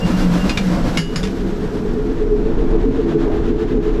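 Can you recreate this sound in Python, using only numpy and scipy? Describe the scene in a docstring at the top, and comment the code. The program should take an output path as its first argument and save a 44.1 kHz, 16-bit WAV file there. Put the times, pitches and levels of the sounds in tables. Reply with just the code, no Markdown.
"""Exhaust beats, eight a second, sound over a boiler drone and hissing steam in a steam locomotive's cab.
Each beat is a burst of turbulent noise. A scoop drops into a steel box and the lid clanks shut:
the blows excite the modes of the steel, and the cab walls reflect them. The sound then fades over
to the half-open fire door, where the fire rumbles and the resonant firebox booms with each pull
of the draught."""
import sys
import numpy as np
from scipy import signal
from scipy.io import wavfile

SR = 44100
rng = np.random.default_rng(int(sys.argv[2]) if len(sys.argv) > 2 else 0)


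def transcribe(signal):
    """Save signal, clipped to [-1, 1], as a 16-bit WAV file at the path in sys.argv[1]."""
    frames = np.atleast_2d(signal).T
    limited = np.clip(frames, -1, 1)
    pcm = np.round(limited * 32767).astype(np.int16)
    wavfile.write(sys.argv[1], SR, pcm)


N = 176400
TIME = np.arange(N) / SR
BINS = np.fft.rfftfreq(N, 1 / SR)

# how much of each place is heard, and the level dips briefly just after the lid's first blow: time_s, gain_db
FOOTPLATE_FADE = [(0, -0.5), (.08, -1), (.6, -0.5), (.98, -1), (1.04, -12), (1.1, -10.5), (1.15, -5.5),
                  (1.35, -7), (1.75, -7), (2.1, -9), (2.5, -13), (4, -59)]
FIRE_FADE = [(0, -60), (.7, -26), (1.05, -11.5), (1.25, -7), (1.5, -3), (1.9, -2.5), (2.3, -2), (2.7, 1.5),
             (4, -1)]
# spectral shapes of the noise sources: frequency_hz, relative_density_db
CAB_SPECTRUM = [(8, -13), (20, 12), (40, 6.5), (65, -2), (100, -2.5), (160, 2.5), (250, 2.5), (340, -13),
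                (450, -6.5), (650, -15.5), (1500, -22), (3000, -40.5), (15000, -66.5)]
STEAM_SPECTRUM = [(500, -9), (1500, 6), (2500, -1), (4000, -2.5), (5600, -5), (6800, -9.5), (7800, -10),
                  (8700, -20), (10500, -16), (12100, -15.5), (13000, -22.5), (14100, -23), (15400, -41)]
EXHAUST_SPECTRUM = [(100, -16), (230, 9.5), (320, 8), (420, -6), (520, 2.5), (700, -6), (850, -6.5),
                    (970, -6), (1500, -11), (2200, -16.5), (5000, -21.5), (9000, -33.5), (15000, -47)]
CLATTER_SPECTRUM = [(200, -20), (700, -5), (1300, 5), (2200, 1.5), (3400, -0.5), (5300, -3.5), (6500, -7),
                    (7800, -12), (8700, -21.5), (10500, -19), (12500, -37), (15500, -36)]
DRAUGHT_SPECTRUM = [(200, 5), (500, -4), (750, 0), (1100, 0), (1700, -1.5), (2200, -9.5), (3400, -10.5),
                    (5000, -19.5), (7200, -24), (8500, -33.5), (12000, -36.5), (13000, -40), (14400, -44),
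                    (15200, -59)]
ROAR_SPECTRUM = [(40, -1.5), (70, -17), (105, 4), (150, 0.5), (205, 3.5), (260, -2), (370, 3.5),
                 (470, -3.5), (550, -10.5), (750, -14), (1100, -19.5), (1700, -22.5), (2300, -27.5),
                 (4000, -33.5), (7300, -43.5), (8600, -54.5), (12000, -58.5), (13000, -63.5), (14400, -57),
                 (15200, -74)]
FLARE_SPECTRUM = [(300, -19), (550, 6), (750, -0.5), (1050, -2.5), (1600, -14.5), (2400, -29.5),
                  (6000, -52.5)]
RUMBLE_SPECTRUM = [(6, -38), (14, 0.5), (20, -4.5), (31, 0), (42, -6), (60, -17.5), (100, -35.5),
                   (300, -83.5)]
# envelopes of the hiss, the carried scoop, the flaring flames and their rumble: time_s, gain_db
STEAM_SWELL = [(0, -1.5), (.21, 3), (.3, -0.5), (.36, 4), (.48, -1), (.68, 1.5), (.82, -5.5), (.87, 0.5),
               (.93, 0), (1.2, 0), (1.4, -1.5), (4, -14)]
SCOOP_RING_SWELL = [(0, -5), (.03, -11.5), (.07, -11), (.11, -21), (.16, -18), (.19, -14), (.22, -13),
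                    (.32, -34), (.37, -25), (.42, -2), (.48, -20), (.555, -17), (.62, -25), (.8, -60.5)]
FLARE_SWELL = [(0, -60), (2.4, -41), (2.52, -34.5), (2.68, -40), (2.76, -33.5), (2.88, -41), (3.05, -42),
               (3.125, -32), (3.17, -46), (3.22, -33), (3.37, -32), (3.44, -38.5), (3.56, -45.5),
               (3.8, -39.5), (4, -36)]
RUMBLE_SWELL = [(0, 15), (1.7, -3), (2.0, 1), (2.6, 4), (2.95, 2), (3.1, -7), (3.3, 3), (3.7, 0), (4, 4)]
# resonances of cab plates, carried scoop, steam leaks and firebox air: pitch_hz, width_hz, level_db
PLATE_MODES = [(305, 22, -34), (490, 22, -41), (533, 20, -39), (570, 24, -42), (694, 18, -41),
               (759, 22, -43), (953, 26, -43), (5539, 90, -56), (7833, 90, -61)]
SCOOP_RING = (2794, 13, -27.5)
LEAK_WHISTLES = [(10020, 160, -77), (13680, 140, -86)]
FIREBOX_MODES = [(82.7, 11, -33), (155.2, 23.5, -32.5), (233.8, 13, -29.5), (263.8, 15, -27.5),
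                 (293, 13, -32), (335.3, 15.5, -25.5), (409.4, 18, -28.5), (454.5, 18, -32)]
# course of the boiler's note: time_s, pitch_hz, level_db
DRONE_PATH = [(0, 189.3, -29), (.055, 175.4, -16.5), (.095, 178.5, -33), (.14, 180.6, -12),
              (.21, 185.4, -25), (.265, 178.5, -13.5), (.33, 173.5, -17.5), (.415, 179.3, -23),
              (.455, 190.4, -15), (.53, 190.7, -32), (.58, 188.2, -23), (0.719, 177.1, -16),
              (.77, 183.4, -23), (.88, 179.4, -27.5), (1.08, 170.9, -31.5), (1.28, 194.3, -21.5),
              (1.34, 187.8, -28.5), (1.45, 187.6, -26), (1.9, 184.4, -33.5), (2.5, 188.3, -52)]
# exhaust beats: crest_s, level_db
EXHAUST_BEATS = [(.095, 2.5), (.215, 0.5), (.35, 1), (.475, 1.5), (.61, -18), (.735, -0.5), (.785, -2.5),
                 (.875, 0.5), (.96, -5), (1.125, -2.5), (1.25, -23), (1.38, -9), (1.5, -10), (1.63, -5),
                 (1.76, -1.5)]
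# blows on steel: start_s, level_db, spot_hz, struck_db, ring_hz, ring_db, contact_damping_db_per_s
SCOOP_HITS = [(.4945, -1, 2490, 1, 4900, -1, 20), (.5735, 0, 2340, -1, 3300, -1.5, 80)]
LID_HITS = [(.9725, 0, 2200, 0, 2800, -2, 0), (1.159, -4, 5000, -3, 5100, -4, 40),
            (1.2305, -12, 3500, -3, 5300, -7, 280), (1.236, -9, 3500, -3, 5300, -7, 280),
            (1.2515, -13, 4580, -12, 5300, -6, 280), (1.272, -15, 2430, -3, 5300, -12, 350)]
# free vibrations of the steel: pitch_hz, level_db, t60_s
SCOOP_MODES = [(1195, -17, .12), (1599, -24, .15), (1770, -19, .1), (2116, -17, .1), (2390, -15.5, .13),
               (2794, -32, .4), (3542, -24.5, .16), (3731, -26, .08), (4117, -24, .13), (4312, -28, .14),
               (4903, -24, .15), (5600, -29, .07), (6949, -29, .1), (9350, -31, .1)]
LID_MODES = [(1660, -29, .26), (1800, -25, .1), (2078, -25, .18), (2186, -30, .2), (2778, -36, .4),
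             (2850, -15, .035), (2916, -27.5, .7), (3200, -35, .25), (4032, -26, .15), (4582, -26, .24),
             (4905, -22.5, .28), (5306, -21, .13), (5857, -31, .2), (6761, -29, .36), (6949, -25, .18),
             (7515, -35, .22), (8769, -42, .35), (9216, -36, .2), (9593, -39, .23), (9776, -38, .35),
             (10600, -36, .3), (11605, -43, .4), (13470, -53, .3)]
# puffs of air drawn through the fire door: middle_s, length_s, level_db
DRAUGHT_PUFFS = [(1.13, .06, -8), (1.394, 0.062, 7), (1.513, 0.084, 1.5), (1.643, 0.093, 1.5),
                 (1.78, 0.083, -3), (1.905, .07, 2), (2, 0.091, -3), (2.114, .07, 0), (2.2, 0.07, 2.5),
                 (2.49, 0.082, -2), (2.61, 0.068, -1.5), (2.71, .07, -3.5), (2.825, 0.059, -1.5),
                 (2.987, 0.096, 0), (3.114, 0.074, 4), (3.224, 0.061, 4.5), (3.358, 0.096, 2.5),
                 (3.473, 0.074, 4), (3.611, 0.055, 5), (3.706, 0.064, 3), (3.868, 0.079, 4),
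                 (3.955, .08, 2)]
# throbs of the firebox: crest_s, pitch_hz, level_db
FIREBOX_THROBS = [(1.13, 427.9, 3.5), (1.245, 426.1, 2), (1.385, 423.8, -3.5), (1.5, 426.1, -4),
                  (1.64, 430.7, -4.5), (1.745, 430.9, -2.5), (1.86, 427.5, 2), (1.995, 416.7, 6),
                  (2.1, 424, 1), (2.24, 426.7, 6.5), (2.338, 422.1, 9.5), (2.41, 416.8, -3),
                  (2.485, 445.5, 1.5), (2.615, 437.1, 1.5), (2.75, 440.4, 1.5), (2.87, 434.5, 4),
                  (3, 440.4, .5), (3.09, 427.1, 0.5), (3.16, 430.6, 4), (3.28, 418.8, 0.5),
                  (3.38, 423.3, -2.5), (3.515, 424.2, 4), (3.62, 432.6, 2.5), (3.76, 423.3, 8.5),
                  (3.88, 433, 5), (3.98, 423.7, -0.5)]


def amp(db):
    """Amplitude grows tenfold for every 20 dB."""
    return 10 ** (np.asarray(db) / 20)


def unit(x):
    """Normalisation to an rms of 1."""
    return x / np.sqrt(np.mean(abs(x) ** 2) + 1e-20)


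def envelope(points):
    """Gain over time, interpolated in decibels."""
    return amp(np.interp(TIME, *np.transpose(points)))


def add(mix, start_s, sound):
    """Superposition: a sound adds to the mix from its start time."""
    part = mix[max(round(start_s * SR), 0):][:len(sound)]
    part += sound[:len(part)]


def shaped(gain, steady=0):
    """Spectral shaping of complex noise; steady (0 to 1) evens out its chance swells."""
    white = rng.standard_normal(len(BINS)) + 1j * rng.standard_normal(len(BINS))
    z = unit(np.fft.ifft(gain * white, N))
    return z / (abs(z) ** 2 + .1) ** (steady / 2)


def noise(spectrum, steady=0):
    """Broadband noise, its spectrum interpolated over log frequency."""
    hz, db = np.transpose(spectrum)
    gain = amp(np.interp(np.log(BINS + 1), np.log(hz), db))
    return unit(shaped(gain, steady).real)


def resonance(hz, width_hz, steady=0):
    """A randomly driven resonator passes a narrow band of noise, whose pitch may follow a curve."""
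    centre = np.mean(hz)
    drift = np.exp(2j * np.pi * np.cumsum((hz - centre) * np.ones(N)) / SR)
    band = 1 / np.sqrt(1 + ((BINS - centre) / (width_hz / 2)) ** 4)
    return unit((drift * shaped(band, steady)).real)


def resonances(modes):
    """Superposition of independently driven resonators."""
    return sum(amp(db) * resonance(hz, width_hz) for hz, width_hz, db in modes)


def flutter(rate_hz, depth_db):
    """Random amplitude modulation, mostly slower than rate_hz."""
    return amp(depth_db * unit(shaped(1 / (1 + (BINS / rate_hz) ** 2)).real))


def beats(crests, rise_s, fall_s):
    """Gaussian swells round each crest add in power."""
    return np.sqrt(sum(amp(db) ** 2 * np.exp(-((TIME - s) / np.where(TIME < s, rise_s, fall_s)) ** 2)
                       for s, db in crests))


def boiler_drone():
    """Narrow-band resonance: the boiler holds a hollow, wavering note."""
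    s, hz, db = np.transpose(DRONE_PATH)
    return amp(np.interp(TIME, s, db)) * resonance(np.interp(TIME, s, hz), width_hz=6, steady=.95)


def cab_vibration(beat):
    """Forced vibration: the engine rings the plates, harder on each beat, over the cab's low rumble."""
    plates = resonances(PLATE_MODES) * (.77 + .25 * beat)
    return plates + amp(-18.5) * noise(CAB_SPECTRUM)


def steam_hiss():
    """Turbulence in escaping steam radiates a broadband hiss."""
    return amp(-36) * envelope(STEAM_SWELL) * noise(STEAM_SPECTRUM) * flutter(rate_hz=21, depth_db=1.06)


def exhaust(beat):
    """Pulsed flow: turbulent noise swells with each beat of the exhaust."""
    return amp(-21.5) * beat * noise(EXHAUST_SPECTRUM) * flutter(rate_hz=170, depth_db=.3)


def cab_echo(sound, t60_s=.14, echo_db=-10):
    """Reverberation: the steel walls return dense, quickly decaying reflections."""
    t = TIME[:SR // 2]
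    taps = rng.standard_normal(len(t))
    taps *= (rng.random(len(t)) < 2000 / SR) & (t > .004)  # about 2000 a second, after 4 ms
    highpass = signal.butter(2, 600, "high", fs=SR, output="sos")
    tail = signal.sosfilt(highpass, taps * amp(-60 * t / t60_s))
    return sound + amp(echo_db) * signal.fftconvolve(sound, tail / np.linalg.norm(tail))[:N]


def scoop_singing():
    """Resonance: one mode of the scoop sings as it is carried."""
    hz, width_hz, db = SCOOP_RING
    note = amp(db) * resonance(hz, width_hz, steady=.49)
    return envelope(SCOOP_RING_SWELL) * note * flutter(rate_hz=14, depth_db=4)


def box_thumps(pitch_hz=162, t60_s=.3):
    """Damped oscillation: the hollow box booms under each blow of its lid."""
    out, t = np.zeros(N), TIME[:SR]
    for start_s, db, *_ in LID_HITS:
        add(out, start_s, amp(db - 13 - 60 * t / t60_s) * np.sin(2 * np.pi * pitch_hz * t))
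    return out


def lid_shimmer(count=60, low_hz=5500, high_hz=13000, t60_s=.17):
    """High modal density: each blow of the lid wakes a crowd of faint upper modes."""
    out, t = np.zeros(N), TIME[:SR // 2]
    hz = rng.uniform(low_hz, high_hz, count)
    tilt = amp(-9 * np.log2(hz / low_hz))  # 9 dB weaker per octave
    partials = tilt[:, None] * np.sin(2 * np.pi * np.outer(hz, t))
    for start_s, db, *_, damping in LID_HITS:
        decay = amp(db - 37 - (60 / t60_s + damping) * t)
        add(out, start_s, decay * unit(rng.standard_normal(count) @ partials))
    return out


def clanks(hits, modes, focus_db_per_octave, crack, clatter, spot):
    """Impact excites the modes of steel; crack, clatter and struck spot each decay by (level_db, t60_s)."""
    out, t = np.zeros(N), TIME[:SR]
    attack = np.minimum(t / .0007, 1)
    crack_decay, clatter_decay, spot_decay = (amp(db - 60 * t / t60) for db, t60 in (crack, clatter, spot))
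    for start_s, db, spot_hz, struck_db, ring_hz, ring_db, damping in hits:
        ring = np.zeros(len(t))
        for hz, mode_db, t60_s in modes:
            scatter, phase = rng.uniform(-1, 1, 2)
            focus_db = -focus_db_per_octave * abs(np.log2(hz / ring_hz))  # favours modes near ring_hz
            decay = amp(mode_db + ring_db + focus_db + 1.5 * scatter - (60 / t60_s + damping) * t)
            ring += decay * np.sin(2 * np.pi * hz * t + np.pi * phase)
        ping = amp(struck_db) * spot_decay * np.sin(2 * np.pi * spot_hz * t)
        rattle = noise(CLATTER_SPECTRUM)[:SR] * (crack_decay + clatter_decay)
        add(out, start_s, amp(db) * attack * (ring + ping + rattle))
    return out


def draught(squareness=3.5):
    """Flow noise: air rushes through the fire door in steep-sided puffs with lulls between."""
    power = sum(amp(db) ** 2 * np.exp(-abs(2 * (TIME - middle_s) / length_s) ** squareness)
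                for middle_s, length_s, db in DRAUGHT_PUFFS)
    return amp(-38) * np.sqrt(power) * noise(DRAUGHT_SPECTRUM) * flutter(rate_hz=40, depth_db=.5)


def flames():
    """Turbulent combustion: a roar with throaty flares over a deep rumble."""
    roar = amp(-26.5) * noise(ROAR_SPECTRUM) * flutter(rate_hz=31, depth_db=1.43)
    flare = envelope(FLARE_SWELL) * noise(FLARE_SPECTRUM)
    rumble = amp(-20.5) * envelope(RUMBLE_SWELL) * noise(RUMBLE_SPECTRUM, steady=.35)
    return roar + flare + rumble


def firebox_boom(rest_db=-17):
    """Cavity resonance: the firebox throbs on one slightly shifting note; its standing waves swell too."""
    crest_s, hz, db = np.transpose(FIREBOX_THROBS)
    swell = np.hypot(beats(zip(crest_s, db), rise_s=.027, fall_s=.028), amp(rest_db))
    note = amp(-22.5) * swell * resonance(np.interp(TIME, crest_s, hz), width_hz=15, steady=.9)
    standing_waves = resonances(FIREBOX_MODES) * (.8 + .2 * np.minimum(swell, 2))
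    return note + standing_waves


def scene():
    """Superposition: the footplate fades over to the fire door, with the scoop and lid close by."""
    scoop = clanks(SCOOP_HITS, SCOOP_MODES, focus_db_per_octave=12,
                   crack=(-20.5, .083), clatter=(-32, .079), spot=(-19.5, .082))
    lid = clanks(LID_HITS, LID_MODES, focus_db_per_octave=5,
                 crack=(-17.5, .033), clatter=(-28.5, .32), spot=(-11, .024))
    singing = scoop_singing()
    beat = beats(EXHAUST_BEATS, rise_s=.03, fall_s=.035)
    footplate = envelope(FOOTPLATE_FADE) * (exhaust(beat) + steam_hiss() + cab_vibration(beat))
    drone = boiler_drone()
    fire = envelope(FIRE_FADE) * (draught() + flames() + firebox_boom() + resonances(LEAK_WHISTLES))
    steel = singing + box_thumps() + cab_echo(scoop + lid + lid_shimmer())
    return (drone + footplate + steel + fire)[None]


def record(dry, ceiling=.62, cutoff_hz=15450):
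    """Soft saturation rounds the highest peaks; a low-pass filter then limits the band."""
    rounded = dry / (1 + (dry / ceiling) ** 8) ** (1 / 8)
    lowpass = signal.firwin(255, cutoff_hz, window=("kaiser", 9), fs=SR)
    return signal.oaconvolve(rounded, lowpass[None], "same")


dry = scene()
out = record(dry)
transcribe(out)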